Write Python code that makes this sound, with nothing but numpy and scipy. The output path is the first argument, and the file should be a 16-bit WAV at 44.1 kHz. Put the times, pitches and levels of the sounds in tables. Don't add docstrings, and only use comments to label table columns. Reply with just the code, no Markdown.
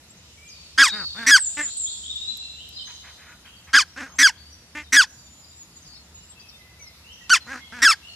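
import sys
import numpy as np
from scipy import signal
from scipy.fft import rfft, irfft, next_fast_len
from scipy.io import wavfile
from scipy.ndimage import uniform_filter1d

SR = 44100
rng = np.random.default_rng(int(sys.argv[2]) if len(sys.argv) > 2 else 0)


def inscribe(sig):
    pcm = np.round(np.clip(np.atleast_2d(sig).T, -1, 1) * 32767)
    wavfile.write(sys.argv[1], SR, pcm.astype(np.int16))


def amplitude_ratio(level_db):
    exponent = np.asarray(level_db, float) / 20
    return 10 ** exponent


N = 359415

# pitch_hz, level_db (per Hz)
TOWN_COLOUR = [(15, -34), (25, -35.5), (49, -11), (75, 5), (91, -5), (118, -8), (168, -8), (417, -19),
               (733, -19), (1640, -23), (4790, -22.5), (9110, -29.5), (11000, -31.5), (13600, -31.5),
               (15200, -58.5)]
# time_s, level_db
TWITTER_SWELL = [
    (0, -1.5),
    (.8, 4.5),
    (1, 7),
    (2.3, 9),
    (2.9, 3),
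    (3.3, -2),
    (4.199, -3.5),
    (5.199, -2),
    (6.9, -2.5),
    (8.15, 4),
]
# start_s, level_db
TWO_NOTE_CALLS = [
    (1.39, -28.5),
    (1.575, -32),
    (1.765, -32),
]
# delay_s, length_s, start_hz, end_hz, level_db (relative), echo_db (relative)
FIRST_NOTE = (0, .035, 8080, 7840, -1.5, -15)
SECOND_NOTE = (.028, .08, 7690, 6680, 0, -8)
# start_s, length_s, start_hz, end_hz, level_db
CLIMBING_TRILL = [
    (2.072, .062, 3373, 3920, -35),
    (2.137, 0.062, 3456, 3850, -35.5),
    (2.204, 0.12, 3675, 4100, -37),
    (2.293, 0.037, 3935, 4013, -35.5),
    (2.387, .079, 3820, 4160, -42.5),
]
# start_s, length_s, start_hz, end_hz, level_db
DEEP_BIRDS = [(1.657, .057, 3070, 4700, -51), (1.855, .055, 3164, 4870, -43),
              (2.031, .041, 2985, 4000, -44.5), (.359, 0.31, 2226, 2650, -61.5),
              (.472, 0.28, 4630, 4340, -58.5), (.892, .09, 4160, 5210, -46.5),
              (2.147, 0.52, 2768, 2698, -56), (2.569, 0.061, 2790, 3285, -51),
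              (2.76, 0.038, 4320, 3070, -49), (2.72, 0.054, 4660, 5120, -54),
              (3.45, 0.025, 3410, 2300, -60), (3.5, .07, 3130, 3300, -66), (2.849, .052, 6355, 6170, -60),
              (3.845, 0.2, 5530, 5380, -59), (4.079, 0.045, 6550, 6430, -59.5),
              (4.316, 0.24, 4400, 4730, -62), (5.042, 0.088, 6000, 5740, -62.5),
              (5.411, .03, 5050, 4700, -59.5), (6.348, 0.132, 2690, 2510, -62.5),
              (6.559, 0.09, 2110, 1975, -64.5), (7.034, 0.11, 2630, 3285, -54.5),
              (7.59, 0.061, 2147, 2130, -58), (7.607, 0.058, 3332, 3337, -52.5),
              (8.02, 0.074, 2650, 3090, -52.5)]
# start_s, length_s, start_hz, end_hz, level_db
EDGE_BIRDS = [(.448, .075, 7940, 5040, -56), (.497, .049, 5250, 4250, -51.5), (.85, .1, 3870, 3700, -35),
              (.99, 0.12, 4470, 4447, -32.5), (1.07, 0.22, 3547, 3580, -47.5),
              (2.79, 0.045, 3160, 3010, -44.5), (2.889, 0.022, 7606, 6500, -54),
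              (4.5, 0.054, 6080, 5390, -56), (5.17, 0.04, 4680, 4600, -57), (5.82, 0.033, 6640, 5100, -57),
              (6.154, .049, 3890, 3907, -60.5), (6.158, 0.093, 2896, 2895, -63),
              (6.79, 0.115, 2307, 2000, -56.5), (7.12, 0.044, 5520, 6050, -57.5),
              (7.2, 0.12, 2800, 2550, -55), (7.207, 0.029, 1970, 1860, -57), (7.4, .073, 4200, 3970, -52),
              (8.08, 0.06, 4380, 4310, -55.5)]
# start_s, length_s, start_hz, end_hz, level_db
OPEN_BIRDS = [(.08, .037, 6540, 7970, -55), (.804, .096, 6440, 7710, -41.5), (1.354, .029, 8400, 7900, -39),
              (4.15, 0.034, 7400, 7540, -54), (4.84, .025, 4040, 3645, -53), (4.865, 0.03, 3620, 3725, -55),
              (5.059, 0.68, 6970, 7140, -58), (5.51, 0.038, 3850, 3885, -52),
              (5.558, .04, 8040, 7290, -59.5), (5.581, 0.062, 6840, 6840, -51.5),
              (5.728, .07, 7300, 6700, -55), (5.86, 0.038, 5100, 4780, -52), (5.91, .08, 4770, 5510, -54.5),
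              (5.864, .055, 6940, 6350, -59), (5.96, 0.03, 3510, 4620, -58), (6.14, 0.07, 6940, 7030, -53),
              (6.22, 0.13, 7160, 7820, -56), (6.396, 0.0226, 4670, 5100, -53.5),
              (6.485, 0.022, 5920, 3680, -51.5), (6.504, 0.097, 3640, 3585, -58),
              (6.79, 0.0666, 6200, 5700, -56), (6.855, 0.041, 5450, 4970, -57),
              (5.85, 0.0377, 163, 147, -54.5), (8.086, 0.0326, 688, 680, -56)]
CHIP_TIMES = [5.838, 5.869, 5.903, 5.935]
# length_s, start_hz, end_hz, level_db
CHIP_SHAPE = (0.13, 4702, 4150, -60)
# pitch_hz, level_db
YELP_THROAT = [(350, -22), (600, -25), (1690, 5.5), (2640, -9), (3460, -3.5), (3950, -16.5), (4650, 0.5),
               (5040, -2.5), (8870, -17), (12800, -32.5), (15000, -41.5)]
# start_s, rasp_s, arch_s, slide_s, top_hz
ARCHED_YELPS = [
    (.777, .047, .055, 0.074, 1749),
    (3.731, 0.036, .051, .052, 1710),
    (7.295, .007, .041, .043, 1549),
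]
# start_s, rasp_s, whistle_s, tail_s, lands_hz (after the step)
STEPPED_YELPS = [
    (1.264, .044, 0.053, 0.031, 1224),
    (4.185, .044, 0.038, 0.038, 1188),
    (4.923, .043, 0.04, .043, 1333),
    (7.819, .031, 0.025, 0.067, 1313),
]
# pitch_hz, level_db
GRUNT_THROAT = [(200, -0.5), (300, -5.5), (500, -13), (900, -9.5), (1400, -5.5), (1750, -3.5), (2400, -5.5),
                (3300, -18.5), (4100, -20.5), (5600, -16.5), (7100, -13), (9000, -19.5), (14000, -41.5)]
# start_s, rise_s, fall_s, top_flap_hz, level_db
CLEAR_GRUNTS = [
    (.915, .04, .1, 214, -36),
    (1.144, .07, 0.052, 231.6, -33.5),
    (1.568, .025, 0.11, 296, -27.5),
    (4.748, .034, .066, 304.5, -32),
    (7.72, .045, 0.055, 246, -37),
]
# start_s, rise_s, fall_s, top_flap_hz, level_db
HOARSE_CROAKS = [
    (3.96, 0.049, 0.16, 275.8, -32.5),
    (7.462, 0.065, 0.087, 265, -33),
]
# start_s, peak_db
FOOT_TICKS = [
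    (2.372, -31.5),
    (2.689, -35.5),
    (6.1408, -58),
]
# start_s, length_s, whistle_hz, flap_hz, level_db
FAR_BARKS = [
    (2.866, 0.04, 970, 260, -51.5),
    (3.027, 0.063, 990, 263, -49.5),
    (3.171, 0.09, 1900, 260, -53.5),
    (3.261, 0.063, 1405, 240.6, -52.5),
    (3.438, 0.035, 1203, 271, -52.5),
    (3.663, 0.027, 1140, 260, -50),
]


def level(x, db):
    return x * amplitude_ratio(db) / np.sqrt(np.mean(x ** 2) + 1e-20)


def colour(table, hz):
    f, db = np.transpose(table)
    return np.interp(np.log(hz), np.log(f), db)


def walk(rate_hz, size=N):
    at = np.arange(size) * rate_hz / SR + rng.random()
    points = int(at[-1]) + 2
    return 1.297 * np.interp(at, np.arange(points), rng.standard_normal(points))


def add(out, start_s, x):
    i = int(start_s * SR)
    out[i:i + len(x)] += x[:N - i]


def echo(x, t60_s, rise_s):
    t = np.arange(int(t60_s * SR)) / SR
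    tail = rng.standard_normal(len(t)) * amplitude_ratio(-60 * t / t60_s) * np.minimum(t / rise_s, 1)
    return signal.fftconvolve(x, tail / np.sqrt(np.sum(tail ** 2)))[:N]


def butter(x, order, hz, kind="low"):
    return signal.sosfilt(signal.butter(order, hz, kind, fs=SR, output="sos"), x)


def town():
    size = next_fast_len(N, True)
    hz = np.linspace(1, SR / 2, size // 2 + 1)
    white = rfft(rng.standard_normal((2, size))) * amplitude_ratio(colour(TOWN_COLOUR, hz))
    swell = walk(0.23)
    twitter_db = np.interp(np.arange(N) / SR, *np.transpose(TWITTER_SWELL))
    out = 0
    for centre_hz in 25 * 2 ** np.arange(0, 9.5, .5):
        band = np.cos(np.pi * np.clip(np.log2(hz / centre_hz), -.5, .5))
        drift_db = twitter_db * (2300 < centre_hz < 6500)
        moving_db = drift_db + .5 * swell + 1.1 * walk(2.1) + 1.0 * walk(9)
        out = out + amplitude_ratio(moving_db) * irfft(white * band, size)[:, :N]
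    return out * amplitude_ratio(-51.5) / np.std(out[0])


def notes():
    calls = []
    for s, db in TWO_NOTE_CALLS:
        for delay_s, length_s, hz0, hz1, rel_db, echo_db in (FIRST_NOTE, SECOND_NOTE):
            calls.append((s + delay_s, length_s, hz0, hz1, db + rel_db, db + echo_db))
    chips = [(s, *CHIP_SHAPE) for s in CHIP_TIMES]
    groups = (CLIMBING_TRILL, -9), (DEEP_BIRDS, 0.5), (EDGE_BIRDS, -8), (OPEN_BIRDS + chips, -19)
    return calls + [(*row, row[-1] + echo_db) for rows, echo_db in groups for row in rows]


def crowd():
    chirps = []
    for s, d, f, g, b in rng.random((260, 5)):
        hz = 2800 + 4200 * f
        chirps.append((8 * s, .012 + .03 * d, hz, hz * (.65 + .7 * g), -74 + 11 * b, -76))
    return chirps


def songbirds():
    trees_t60_s, hedge_t60_s, near_t60_s = 2.06, 0.55, .07
    hedge_db = 1
    direct, fed = np.zeros(N), np.zeros(N)
    for s, length_s, hz0, hz1, direct_db, echo_db in notes() + crowd():
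        u = np.linspace(0, 1, int(length_s * SR))
        hz = hz0 + (hz1 - hz0) * u
        flutter = walk(250, size=len(u))
        shape = np.minimum(1, np.minimum(u / .1, (1 - u) / .3)) * amplitude_ratio(3 * walk(60, size=len(u)))
        clear = shape * np.sin(2 * np.pi * np.cumsum(hz * (1 + .004 * flutter)) / SR)
        blurred = shape * np.sin(2 * np.pi * np.cumsum(hz * (1 + .011 * flutter)) / SR)
        add(direct, s, amplitude_ratio(direct_db + 3.5) * clear)
        add(fed, s, amplitude_ratio(echo_db) * blurred * np.sqrt(trees_t60_s / 7 / length_s))
    sides = []
    for _ in range(2):
        near = 0.55 * direct + .8 * echo(direct, near_t60_s, 0.00097)
        far = echo(fed, trees_t60_s, 0.017) + amplitude_ratio(hedge_db) * echo(fed, hedge_t60_s, .004)
        sides.append(near + far)
    return sides


def pipe(throat, hz):
    ripple_db, spacing_hz = 1.5, 847.3
    return amplitude_ratio(colour(throat, hz) + ripple_db * np.cos(2 * np.pi * hz / spacing_hz)) * (hz < .4 * SR)


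def breath(throat, size):
    white = rfft(rng.standard_normal(size))
    return level(irfft(white * pipe(throat, np.linspace(1, SR / 2, len(white))), size), 0)


def syrinx(whistle_hz, flap_hz, rasp, throat, tilt_db, ring_ms, chest_db, breath_db):
    size = len(whistle_hz)
    flap = np.cumsum(flap_hz * (1 + .012 * walk(250, size=size))) / SR
    cycle = flap.astype(int)
    since = (flap - cycle) / flap_hz
    slack = np.clip((1550 - whistle_hz) / 350, 0, 1)
    free = np.cumsum(whistle_hz * (1 + (.003 + .022 * slack) * walk(500, size=size))) / SR
    opening = np.minimum(since / 0.0009, 1)
    closing = np.minimum((1 / flap_hz - since) / 0.00035, 1)
    puff = np.exp(-since / (ring_ms / 1000)) * opening * closing
    clean = chopped = 0
    for k in range(1, 17):
        hz = k * whistle_hz
        gain = pipe(throat, hz) * amplitude_ratio(tilt_db * np.log2(k))
        luck = rng.standard_normal((cycle[-1] + 1, 2))[cycle].T
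        start = rng.random()
        waver = amplitude_ratio((1 + 3.5 * slack) * walk(130, size=size))
        clean = clean + gain * waver * np.sin(2 * np.pi * (k * free + start))
        ringing = np.sin(2 * np.pi * (hz * (1 + .012 * luck[1]) * since + start))
        chopped = chopped + gain * amplitude_ratio(1.7 * luck[0]) * ringing
    air = breath(throat, size)
    chopped = level(chopped * puff, 0) + level(air * puff, breath_db)
    chopped = butter(chopped, 4, 1000, "high") + amplitude_ratio(chest_db) * np.sin(2 * np.pi * flap)
    smooth = np.sqrt(uniform_filter1d(clean ** 2, int(.006 * SR)) + 1e-12)
    whistle = clean / smooth + amplitude_ratio(-21 + 8 * slack) * air
    return np.sqrt(rasp) * chopped + np.sqrt(1 - rasp) * whistle


def yelp(rasp_s, steps_s, hz, db, tilt_db, tail_s, slide_s):
    knee, knee_hz, end_hz = .62, 910, 720
    knee_drop_db, end_drop_db = -10, -28
    slide_tilt_db, end_tilt_db = -0.6, -3
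    hold_s = max(tail_s - slide_s, 1e-4)
    slide_s = tail_s - hold_s
    at = np.cumsum([0, *steps_s, hold_s, knee * slide_s, (1 - knee) * slide_s])
    t = np.arange(0, at[-1], 1 / SR)
    hz = np.interp(t, at, [*hz, hz[-1], knee_hz, end_hz])
    tilt_db = np.interp(t, at, [*tilt_db, slide_tilt_db, slide_tilt_db / 2, end_tilt_db])
    db = [*db, db[-1], db[-1] + knee_drop_db, db[-1] + end_drop_db]
    gain = np.where(t < at[1], np.interp(t, at, amplitude_ratio(np.array(db))), amplitude_ratio(np.interp(t, at, db)))
    gain = gain * np.clip(np.minimum(t / 0.00033, (at[-1] - t) / 0.0022), 0, 1)
    rasp = np.interp(t, [rasp_s - .004, rasp_s + 0.0072], [1, 0])
    flap_hz = np.interp(t, [0, rasp_s], [260, 285.7])
    return gain * syrinx(hz, flap_hz, rasp, YELP_THROAT, tilt_db, ring_ms=1.9, chest_db=-23, breath_db=-9.5)


def arching_goose():
    attack_s, drop_s, lands_hz = .009, .007, 1313
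    top_at = .7
    out = np.zeros(N)
    for s, rasp_s, arch_s, slide_s, top_hz in ARCHED_YELPS:
        effort = top_hz / 1720
        octaves = np.log2(effort)
        db = -10.5 - 7 * octaves
        steps_s = [attack_s, top_at * arch_s - attack_s, (1 - top_at) * arch_s, drop_s]
        hz = [top_hz * .86 * effort ** 1.8, top_hz * 0.94, top_hz, top_hz * .88, lands_hz]
        levels_db = [db - 20, db - 3.5 + 25 * octaves, db, db + 1.5, db - 1.5]
        tilts_db = [0, -1, -1, -2, -0.6]
        add(out, s, yelp(rasp_s, steps_s, hz, levels_db, tilts_db, slide_s, slide_s))
    return out


def stepping_goose():
    attack_s, break_s, drop_s, slide_s = .009, 0.0064, .005, .042
    whistle_hz, bulge_hz, sags_to_hz = 1711, 41, 1489
    out = np.zeros(N)
    for s, rasp_s, whistle_s, tail_s, lands_hz in STEPPED_YELPS:
        db = -7.5 + 60 * (whistle_s - .042)
        rasp_hz = 1970 + 6000 * (rasp_s - .043)
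        land_db = -7.5 + 131 * (tail_s - .04)
        steps_s = [attack_s, rasp_s - attack_s - break_s / 2, break_s, whistle_s / 2, whistle_s / 2, drop_s]
        middle_hz = (whistle_hz + sags_to_hz) / 2 + bulge_hz
        hz = [rasp_hz] * 3 + [whistle_hz, middle_hz, sags_to_hz, lands_hz]
        levels_db = db + np.array([-20, -2.5, -2.5, -3, 0, -1, land_db])
        tilts_db = [1] * 3 + [1.5] * 2 + [-2] * 2
        add(out, s, yelp(rasp_s, steps_s, hz, levels_db, tilts_db, tail_s, slide_s))
    return out


def grunt(flap_hz, throat_hz, shake):
    size = len(flap_hz)
    flap = np.cumsum(flap_hz * (1 + shake * walk(200, size=size))) / SR
    stretch = 1750 / throat_hz * (flap_hz.max() / flap_hz) ** 0.14
    ring_db, ring_width_hz = 8, 230
    out = 0
    for k in range(1, 27):
        hz = k * flap_hz
        throat_db = colour(GRUNT_THROAT, hz * stretch if k > 2 else hz)
        gain = amplitude_ratio(throat_db + 2 * walk(50, size=size)) / (1 + (hz / 6500) ** 6)
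        gain = gain * amplitude_ratio(ring_db * np.exp(-((hz * stretch - 1750) / ring_width_hz) ** 2))
        out = out + gain * np.sin(2 * np.pi * (k * flap + 0.12 * rng.standard_normal()))
    puffs = breath(GRUNT_THROAT, size) * np.exp(-(flap % 1) / .2)
    puffs = butter(puffs, 2, 2200, "high")
    return (level(out, 0) + level(puffs, -16)) * amplitude_ratio(1.8 * walk(180, size=size))


def grunts_and_croaks():
    linger_db = 21
    out = np.zeros(N)
    calls = [(*g, .006) for g in CLEAR_GRUNTS] + [(*c, .022) for c in HOARSE_CROAKS]
    for s, rise_s, fall_s, top_hz, db, shake in calls:
        t = np.arange(-rise_s, fall_s, 1 / SR)
        flap_hz = top_hz - np.where(t < 0, 16000, 8500) * t ** 2
        loss_db = np.where(t < 0, 3500, 1500 * (top_hz / 250) ** 8) * t ** 2
        loss_db = linger_db * np.tanh(loss_db / linger_db)
        edges = np.clip(np.minimum((t + rise_s) / 0.0041, (fall_s - t) / 0.0091), 0, 1)
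        throat_hz = 1620 * (flap_hz / top_hz) ** .6 * max(top_hz / 268, 1) ** 1.6
        tired_shake = shake * (2.5 + (loss_db / 7) ** 2)
        add(out, s, amplitude_ratio(db - loss_db) * edges * grunt(flap_hz, throat_hz, tired_shake))
    return out


def ticks():
    out = np.zeros(N)
    for s, db in FOOT_TICKS:
        snap = np.diff(rng.standard_normal(400)) * np.exp(-np.arange(399) / 150.0)
        add(out, s, amplitude_ratio(db - 6.5) * snap)
    return out


def far_geese():
    out = np.zeros(N)
    for s, length_s, hz, flap_hz, db in FAR_BARKS:
        swell = np.hanning(int(length_s * SR)) ** 0.075
        steady = np.ones(len(swell))
        bark = syrinx(hz * steady, flap_hz * steady, 0.75, GRUNT_THROAT, -2.8,
                      ring_ms=1.5, chest_db=-36.5, breath_db=7)
        add(out, s, swell * amplitude_ratio(db) * bark)
    return echo(butter(out, 4, 2700), 0.2, 0.0023)


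def scene():
    mid, side = town() + np.array(songbirds())
    side = amplitude_ratio(2) * butter(side, 3, 1900, "high")
    near = arching_goose() + stepping_goose() + grunts_and_croaks()
    trees = amplitude_ratio(-41) * echo(near, 0.75, .03)
    lawn = amplitude_ratio(-18.5) * echo(near, 0.09, 0.0027)
    mid = mid + near + trees + lawn + far_geese() + ticks()
    return np.array([mid + side, mid - side])


def gate(x):
    gate_db, mask_db, from_hz = -4, -21, 7400
    hz, _, z = signal.stft(x, SR, nperseg=1024)
    patch = uniform_filter1d(np.abs(z), size=5, axis=0)
    hiss = amplitude_ratio(gate_db) * np.median(patch, axis=1, keepdims=True)
    mask = amplitude_ratio(mask_db) * uniform_filter1d(patch, size=120, axis=0)
    keep = (patch > hiss + mask) | (hz[:, None] < from_hz)
    return signal.istft(z * keep, SR, nperseg=1024)[1][:N]


def roll_off(x):
    return signal.sosfilt(signal.butter(12, 15320, fs=SR, output="sos"), x)


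def record(dry):
    dim_top = signal.ellip(6, .5, 14, 14050, fs=SR, output="sos")
    left, right = signal.sosfilt(dim_top, np.clip(dry, -1, 1))
    mid, side = gate((left + right) / 2), gate((left - right) / 2)
    return roll_off(np.array([mid + side, mid - side]))


dry = scene()
out = record(dry)
inscribe(out)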